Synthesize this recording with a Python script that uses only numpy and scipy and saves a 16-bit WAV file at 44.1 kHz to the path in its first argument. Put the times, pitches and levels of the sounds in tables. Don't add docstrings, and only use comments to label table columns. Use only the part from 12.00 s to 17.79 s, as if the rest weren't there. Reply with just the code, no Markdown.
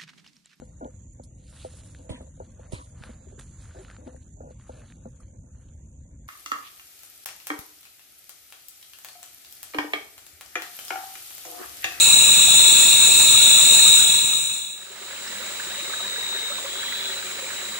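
import sys
import numpy as np
from scipy import signal
from scipy.fft import rfft, irfft, next_fast_len
from scipy.io import wavfile
from scipy.ndimage import uniform_filter1d, map_coordinates

SR = 44100
rng = np.random.default_rng(int(sys.argv[2]) if len(sys.argv) > 2 else 0)


def ratio_of_db(decibels):
    return 10 ** (np.asarray(decibels, float) / 20)


def master_out(mix):
    frames = np.transpose(np.atleast_2d(mix))
    ceiling = np.clip(frames, -1, 1)
    pcm = np.round(ceiling * 32767).astype(np.int16)
    wavfile.write(sys.argv[1], SR, pcm)


N = 255339
T = np.arange(N) / SR
SIZE = next_fast_len(N + 9000, real=True)
HZ = np.fft.rfftfreq(SIZE, 1 / SR)


def evened(x):
    return x / np.sqrt(np.mean(np.atleast_2d(x).mean(0) ** 2) + 1e-20)


def read(points, hz):
    f, value = np.transpose(points)
    return np.interp(np.log(hz + 1), np.log(f + 1), value)


def sides(pan_db):
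    return ratio_of_db(np.array([[pan_db / 2], [-pan_db / 2]]))


def wander(per_s):
    coarse = T[::64]
    slow = map_coordinates(rng.standard_normal(400), [np.clip(coarse * per_s, 0, 399)], order=3)
    return np.interp(T, coarse, evened(slow))


def fader(full_s, silent_s, power):
    return np.clip((T - silent_s) / (full_s - silent_s), 0, 1) ** power


def coloured(x, points):
    return evened(irfft(rfft(x, SIZE) * ratio_of_db(read(points, HZ)), SIZE)[..., :N])


def ringing(x, hz, width_hz, steep=1.26):
    resonance = (1 + (2 * (HZ - hz) / width_hz) ** 2) ** steep
    return evened(irfft(rfft(x, SIZE) / resonance, SIZE)[..., :N])


def forest(x, pan_db, echo_db, lag, t60=0.36):
    t = np.arange(9000) / SR
    path = rng.standard_normal((2, len(t))) * ratio_of_db(-60 * t / t60) * (t > .003)
    path *= ratio_of_db(echo_db) / np.linalg.norm(path[0])
    path[0, lag] = path[1, 0] = 1
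    heard = irfft(rfft(x, SIZE) * rfft(path, SIZE), SIZE)[:, :N]
    return evened(sides(pan_db) * heard)


def singing(songs):
    swell_s, stop_s = .22, .05
    gains = np.zeros((4, N))
    for group, start, stop, db in songs:
        swell = fader(start + swell_s, start, 0.79)
        gains[int(group)] += ratio_of_db(db) * swell * fader(stop - stop_s, stop, 0.86)
    return gains


def crickets(wings, songs, far, pan_db, lag, uneven, rise_s, sag_hz):
    groups = np.zeros((4, 2, N))
    for group, hz, per_s, chirps, echo_db in wings:
        turns = np.cumsum(per_s * (1 + 0.301 * uneven * wander(12))) / SR + rng.random()
        since = turns % 1 / (per_s * rise_s)
        chirp = 1 - 0.54 * np.sin(np.pi * chirps * T + .3) ** 2
        stroke = since ** 2 * np.exp(-2 * since) * chirp
        pitch = hz + sag_hz * (1 - since) + 70 * uneven * wander(6)
        tone = np.sin(2 * np.pi * np.cumsum(pitch) / SR)
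        groups[int(group)] += forest(stroke * ratio_of_db(3.6 * uneven * wander(24.84)) * tone, pan_db, echo_db, lag)
    far_hz, far_width_hz, far_db = far
    crowd = ratio_of_db(far_db) * ringing(rng.standard_normal((2, N)) * sides(pan_db), far_hz, far_width_hz)
    return crowd + sum(evened(g) * level for g, level in zip(groups, singing(songs)))


def purr(hz, width_hz, per_s, depth):
    throb = 1 - depth + 3 * depth * np.sin(np.pi * per_s * T + .4) ** 6
    ring = ringing(rng.standard_normal(N) * throb, hz, width_hz, steep=0.93)
    return forest(ring, pan_db=-.3, echo_db=-2.3, lag=0, t60=.15)


def katydids(spectrum, pan_db, crowd_db):
    clicks = rng.standard_normal((3, N)) * ratio_of_db(0.55 * wander(22.99) + .5 * wander(60))
    teeth = coloured(clicks, spectrum)
    near = forest(teeth[0], pan_db, echo_db=1.04, lag=1, t60=0.23)
    return evened(near + ratio_of_db(crowd_db) * evened(teeth[1:] * sides(pan_db)))


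def water(spectrum, same, pan, patchy_db, flicker_db, lag=0):
    frames, hz = N // 128 + 5, np.fft.rfftfreq(512, 1 / SR)
    a, b, c, d, chance = rng.standard_normal((frames, 257, 5)).T
    flicker = uniform_filter1d(chance, size=30, axis=0)
    patches = uniform_filter1d(uniform_filter1d(chance, size=4, axis=0), size=6, axis=1)
    gurgle = np.exp(-(np.log(hz[:, None] / 1400 + 1e-9) / 1.1) ** 2)
    like = np.clip(read(same, hz), -1, 1)[:, None]
    left = a + 1j * b
    z = np.array([left, like * left + np.sqrt(1 - like ** 2) * (c + 1j * d)])
    z *= ratio_of_db(gurgle * (patchy_db * patches / patches.std() + flicker_db * flicker / flicker.std()))
    z *= ratio_of_db(np.array([.5, -.5])[:, None, None] * read(pan, hz)[:, None])
    z[0] *= np.exp(-2j * np.pi * lag / SR * hz ** 3 / (hz ** 2 + 500 ** 2))[:, None]
    return coloured(signal.istft(z, nperseg=512, noverlap=384)[1][:, :N], spectrum)


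def whistle(db, pan_db, lead):
    turn = 2 * np.pi * 15688 * T
    tone = np.sin([turn + lead + 0.057 * wander(3.7), turn])
    return np.sqrt(2) * ratio_of_db(db + .4 * wander(8)) * sides(pan_db) * tone


def creek_side():
    # group (0-3), wing_hz, strokes_per_s, chirps_per_s (0 for none), echo_db
    wings = [(0, 3490, 37, -1.5, -3), (0, 3660, 52, -2, 3), (1, 3752, 43, -1, 12), (1, 3820, 78, 11, 14),
             (2, 3890, 44.5, 0, 3.5), (3, 3999, 39, 0.5, 2.5), (3, 4064, 65, 1.5, 6)]
    songs = [
        (0, .15, 1.12, -27.5),
        (0, 1.2, 1.727, -28),
        (1, .55, 1.25, -25.5),
        (1, 1.2, 2.02, -19.7),
        (2, -.3, 0.723, -23),
        (2, 1.75, 4.1, -21.5),
        (3, -.3, .8, -29),
        (3, .65, 1.95, -27),
        (0, 1.9, 3.1, -29),
    ]
    # pitch_hz, level_db (per Hz)
    rasp = [(4300, -40.5), (5000, -27.5), (5360, -18.5), (6170, -17.5), (6620, -12), (6950, -.5), (7230, 0),
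            (8470, -3.5), (9420, -12.5), (11000, -21.5), (11800, -22), (12300, -27), (14300, -31),
            (15600, -22)]
    # pitch_hz, level_db (per Hz)
    hiss = [(20, 1), (50, 1.5), (150, 2.5), (300, -1), (800, 0.5), (1500, 1), (2100, -7.5), (3200, -1),
            (4300, 2), (4800, -6), (6000, -3), (12000, -15), (16000, -11.5)]
    # pitch_hz, likeness (0-1)
    same = [(120, 1), (240, .99), (450, .9), (950, .33), (1500, .2), (2000, .35), (5000, .17), (15000, .05)]
    # pitch_hz, left_right_db
    pan = [(60, 0), (1200, .3), (2500, 0.037), (8000, 1.3)]
    place = crickets(wings, songs, far=(3845, 410, -21.8),
                     pan_db=2.3, lag=8, uneven=.4, rise_s=.003, sag_hz=24.75)
    place += ratio_of_db(-28) * purr(hz=2590, width_hz=430, per_s=22, depth=0.1)
    place += ratio_of_db(-16.5) * katydids(rasp, pan_db=1.5, crowd_db=-4.5)
    place += ratio_of_db(-31) * water(hiss, same, pan, patchy_db=1.86, flicker_db=0.44)
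    return place + whistle(db=-26.5, pan_db=2.4, lead=-.26)


def bubbles(rows, trim_db, t60, pan_db, rise, lag=0):
    out, t = np.zeros((2, N + 6000)), np.arange(6000) / SR
    for s, db, hz in rows:
        tone = np.sin(2 * np.pi * hz * t * (1 + rise * t / t60))
        ring = tone * ratio_of_db(db + trim_db - 60 * t / t60) * (1 - np.exp(-t * hz / 2.25))
        out[:, round(s * SR):][:, :len(t)] += ring * sides(pan_db)
    bank = .5 * np.array([np.roll(out[1], 310), -np.roll(out[0], 190)])
    return (np.array([np.roll(out[0], lag), out[1]]) + bank)[:, :N]


def drops():
    # start_s, peak_db, pitch_hz
    creek = [(0.087, -20.5, 725), (0.158, -22, 690), (0.284, -20, 1110), (0.479, -16, 741.6),
             (0.537, -21, 786), (0.71, -24, 796), (0.831, -19, 1842), (1.022, -23, 1500),
             (1.345, -21, 1226), (1.407, -19, 1405), (1.504, -21, 710), (1.575, -23, 1290),
             (1.789, -18, 1780), (1.858, -22, 1220), (1.991, -19, 1470), (2.33, -25, 1200)]
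    # start_s, peak_db, pitch_hz
    low = [(2.9, -38, 385), (3.011, -38, 380), (3.4, -33, 503), (3.494, -40, 557), (3.67, -33, 370),
           (3.783, -35, 570), (3.821, -32, 336), (3.887, -31, 387), (4.179, -29, 460), (4.345, -29.5, 380),
           (4.43, -31, 450), (4.499, -30, 557), (4.643, -24.5, 527), (5.242, -36, 365), (5.384, -34, 537),
           (5.425, -27, 498), (5.528, -36, 557)]
    # start_s, peak_db, pitch_hz
    twig = [
        (3.277, -23, 5100),
    ]
    # start_s, peak_db, pitch_hz
    high = [(3.3557, -27, 1550), (3.486, -28, 1580), (3.5987, -21, 1620), (3.8017, -25, 2260),
            (3.898, -23, 1150), (3.9295, -23, 1120), (3.9364, -18, 1550), (3.9955, -24, 1150),
            (4.1594, -21, 1550), (4.2258, -24, 1830), (4.3231, -27, 1100), (4.5191, -23, 1250),
            (4.5825, -22, 990), (4.6598, -25, 1050), (4.8304, -21, 1550), (4.8828, -24, 1900),
            (4.9222, -20, 1830), (5.0629, -29, 1530), (5.0958, -23, 1700), (5.1347, -26, 1870),
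            (5.1731, -27, 1670), (5.2255, -25, 1500), (5.3906, -26, 2110), (5.443, -26, 2180),
            (5.4655, -26, 2200), (5.5014, -26, 1540), (5.5318, -23.5, 1490), (5.6141, -26, 1600)]
    out = bubbles(creek, trim_db=-6, t60=.06, pan_db=-.4, rise=.11)
    out += bubbles(low, trim_db=-1.2, t60=.08, pan_db=0, rise=.11)
    out += bubbles(twig, trim_db=0, t60=.01, pan_db=0, rise=.1)
    return out + bubbles(high, trim_db=-1.3, t60=.023, pan_db=-12, rise=.22, lag=5)


def rasps():
    # start_s, length_s, pitch_hz, level_db, left_right_db
    bursts = [
        (.78, .25, 14900, -37, .3),
        (1.117, .12, 14500, -34, -1),
        (1.42, .1, 13800, -45, .3),
        (1.66, .11, 14300, -40, .3),
        (1.91, .12, 13900, -43, .3),
        (2.733, .09, 14300, -59, .3),
        (4.85, .18, 14700, -51, -10),
    ]
    out = np.zeros((2, N))
    for s, length, hz, db, pan_db in bursts:
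        swell = np.sin(np.pi * np.clip((T - s) / length, 0, 1)) ** .7
        out += ratio_of_db(db) * swell * ringing(rng.standard_normal((2, N)) * sides(pan_db), hz, 1300)
    return out


def hollows():
    # pitch_hz, width_hz, level_db
    pockets = [(210, 36, -63.5), (380, 50, -58), (557, 50, -56.5)]
    out = 0
    for hz, width_hz, db in pockets:
        out = out + ratio_of_db(db + 3.7 * wander(11)) * ringing(rng.standard_normal(N), hz, width_hz)
    return out


def trickle_side():
    # group (0-3), wing_hz, strokes_per_s, chirps_per_s (0 for none), echo_db
    wings = [(0, 3334, 62, 1, 15), (0, 3453, 56.5, -2, -4), (0, 3600, 70.2, -2, 9),
             (1, 3807, 45.46, -0.5, 5), (2, 3945, 60.2, 15, -.3), (2, 3963, 43.5, -1, 5)]
    songs = [
        (0, 3.8, 3.9, -55),
        (0, 4.55, 5.14, -41),
        (1, 3.59, 4.1, -42),
        (1, 4.0, 4.62, -38),
        (1, 4.57, 4.7, -43),
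        (2, 4.15, 4.5, -46),
        (2, 4.62, 5.22, -37.5),
        (2, 5.4, 5.9, -47),
    ]
    # pitch_hz, level_db (per Hz)
    rasp = [(3590, -18.5), (6100, -14), (6870, -1), (7520, 2), (7870, 0.5), (8710, -7), (10500, -17.5),
            (13600, -43), (22000, -120)]
    # pitch_hz, level_db (per Hz)
    hiss = [(20, -14), (60, -10.5), (130, -12.5), (250, -9), (500, -4), (850, -6), (1200, -2), (1400, -1.5),
            (1650, 0), (2300, 0.8), (3100, 0), (4600, -5), (9000, -13.5), (16000, -14.5)]
    # pitch_hz, likeness (0-1)
    same = [(300, 1), (900, .8), (1500, .7), (2100, .62), (2600, .35), (4000, .15), (9000, .03)]
    # pitch_hz, left_right_db
    pan = [(400, -.2), (900, -3.7), (1500, -5.5), (2000, -4), (2600, -1.7), (5000, -1.4), (12000, .1)]
    place = crickets(wings, songs, far=(3887, 400, -42),
                     pan_db=.6, lag=5, uneven=.33, rise_s=.0032, sag_hz=24.9)
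    place += ratio_of_db(-39) * katydids(rasp, pan_db=2.9, crowd_db=1.2)
    place += whistle(db=-39.5, pan_db=.4, lead=2.2)
    place += ratio_of_db(-37.6) * water(hiss, same, pan, patchy_db=2.5, flicker_db=1.9, lag=4)
    return place + hollows()


def scene():
    loud = creek_side() * fader(full_s=1.916, silent_s=3.03, power=1.99)
    quiet = trickle_side() * fader(full_s=3.43, silent_s=2.694, power=0.78)
    return loud + quiet + drops() + rasps()


def masked(x):
    # from_hz, to_hz, neighbour_from_hz, neighbour_to_hz, gap_db
    hidden = [(4250, 4500, 3500, 4200, 19.5), (4500, 4800, 3500, 4200, 23.8), (4800, 5130, 3500, 4200, 25),
              (14500, 14850, 15600, 15760, 25.2), (14850, 15200, 15600, 15760, 24.8),
              (15200, 15560, 15600, 15760, 22.5)]
    memory_frames, gap_scatter_db, top_hz = 7, 1.8, 15770
    hz, _, z = signal.stft(x, SR, nperseg=2048, noverlap=1024)
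    power = (abs(z) ** 2).mean(0)
    keep = np.ones(power.shape)
    for lo, hi, near_lo, near_hi, gap_db in hidden:
        band = (hz >= lo) & (hz < hi)
        near = power[(hz >= near_lo) & (hz < near_hi)].mean(0)
        before = np.convolve(near, np.ones(memory_frames) / memory_frames)[:len(near)]
        gap = ratio_of_db(2 * (gap_db + gap_scatter_db * rng.standard_normal(len(near))))
        keep[band] = power[band].mean(0) * gap > np.maximum(near, before)
    kept = z * keep * (hz < top_hz)[:, None]
    return signal.istft(kept, SR, nperseg=2048, noverlap=1024)[1][:, :N]


def band_limit(x):
    return signal.sosfilt(signal.butter(12, 15850, fs=SR, output="sos"), x)


def record(dry):
    mix = masked(np.clip(dry, -.95, .95))
    return band_limit(mix)


dry = scene()
out = record(dry)
master_out(out)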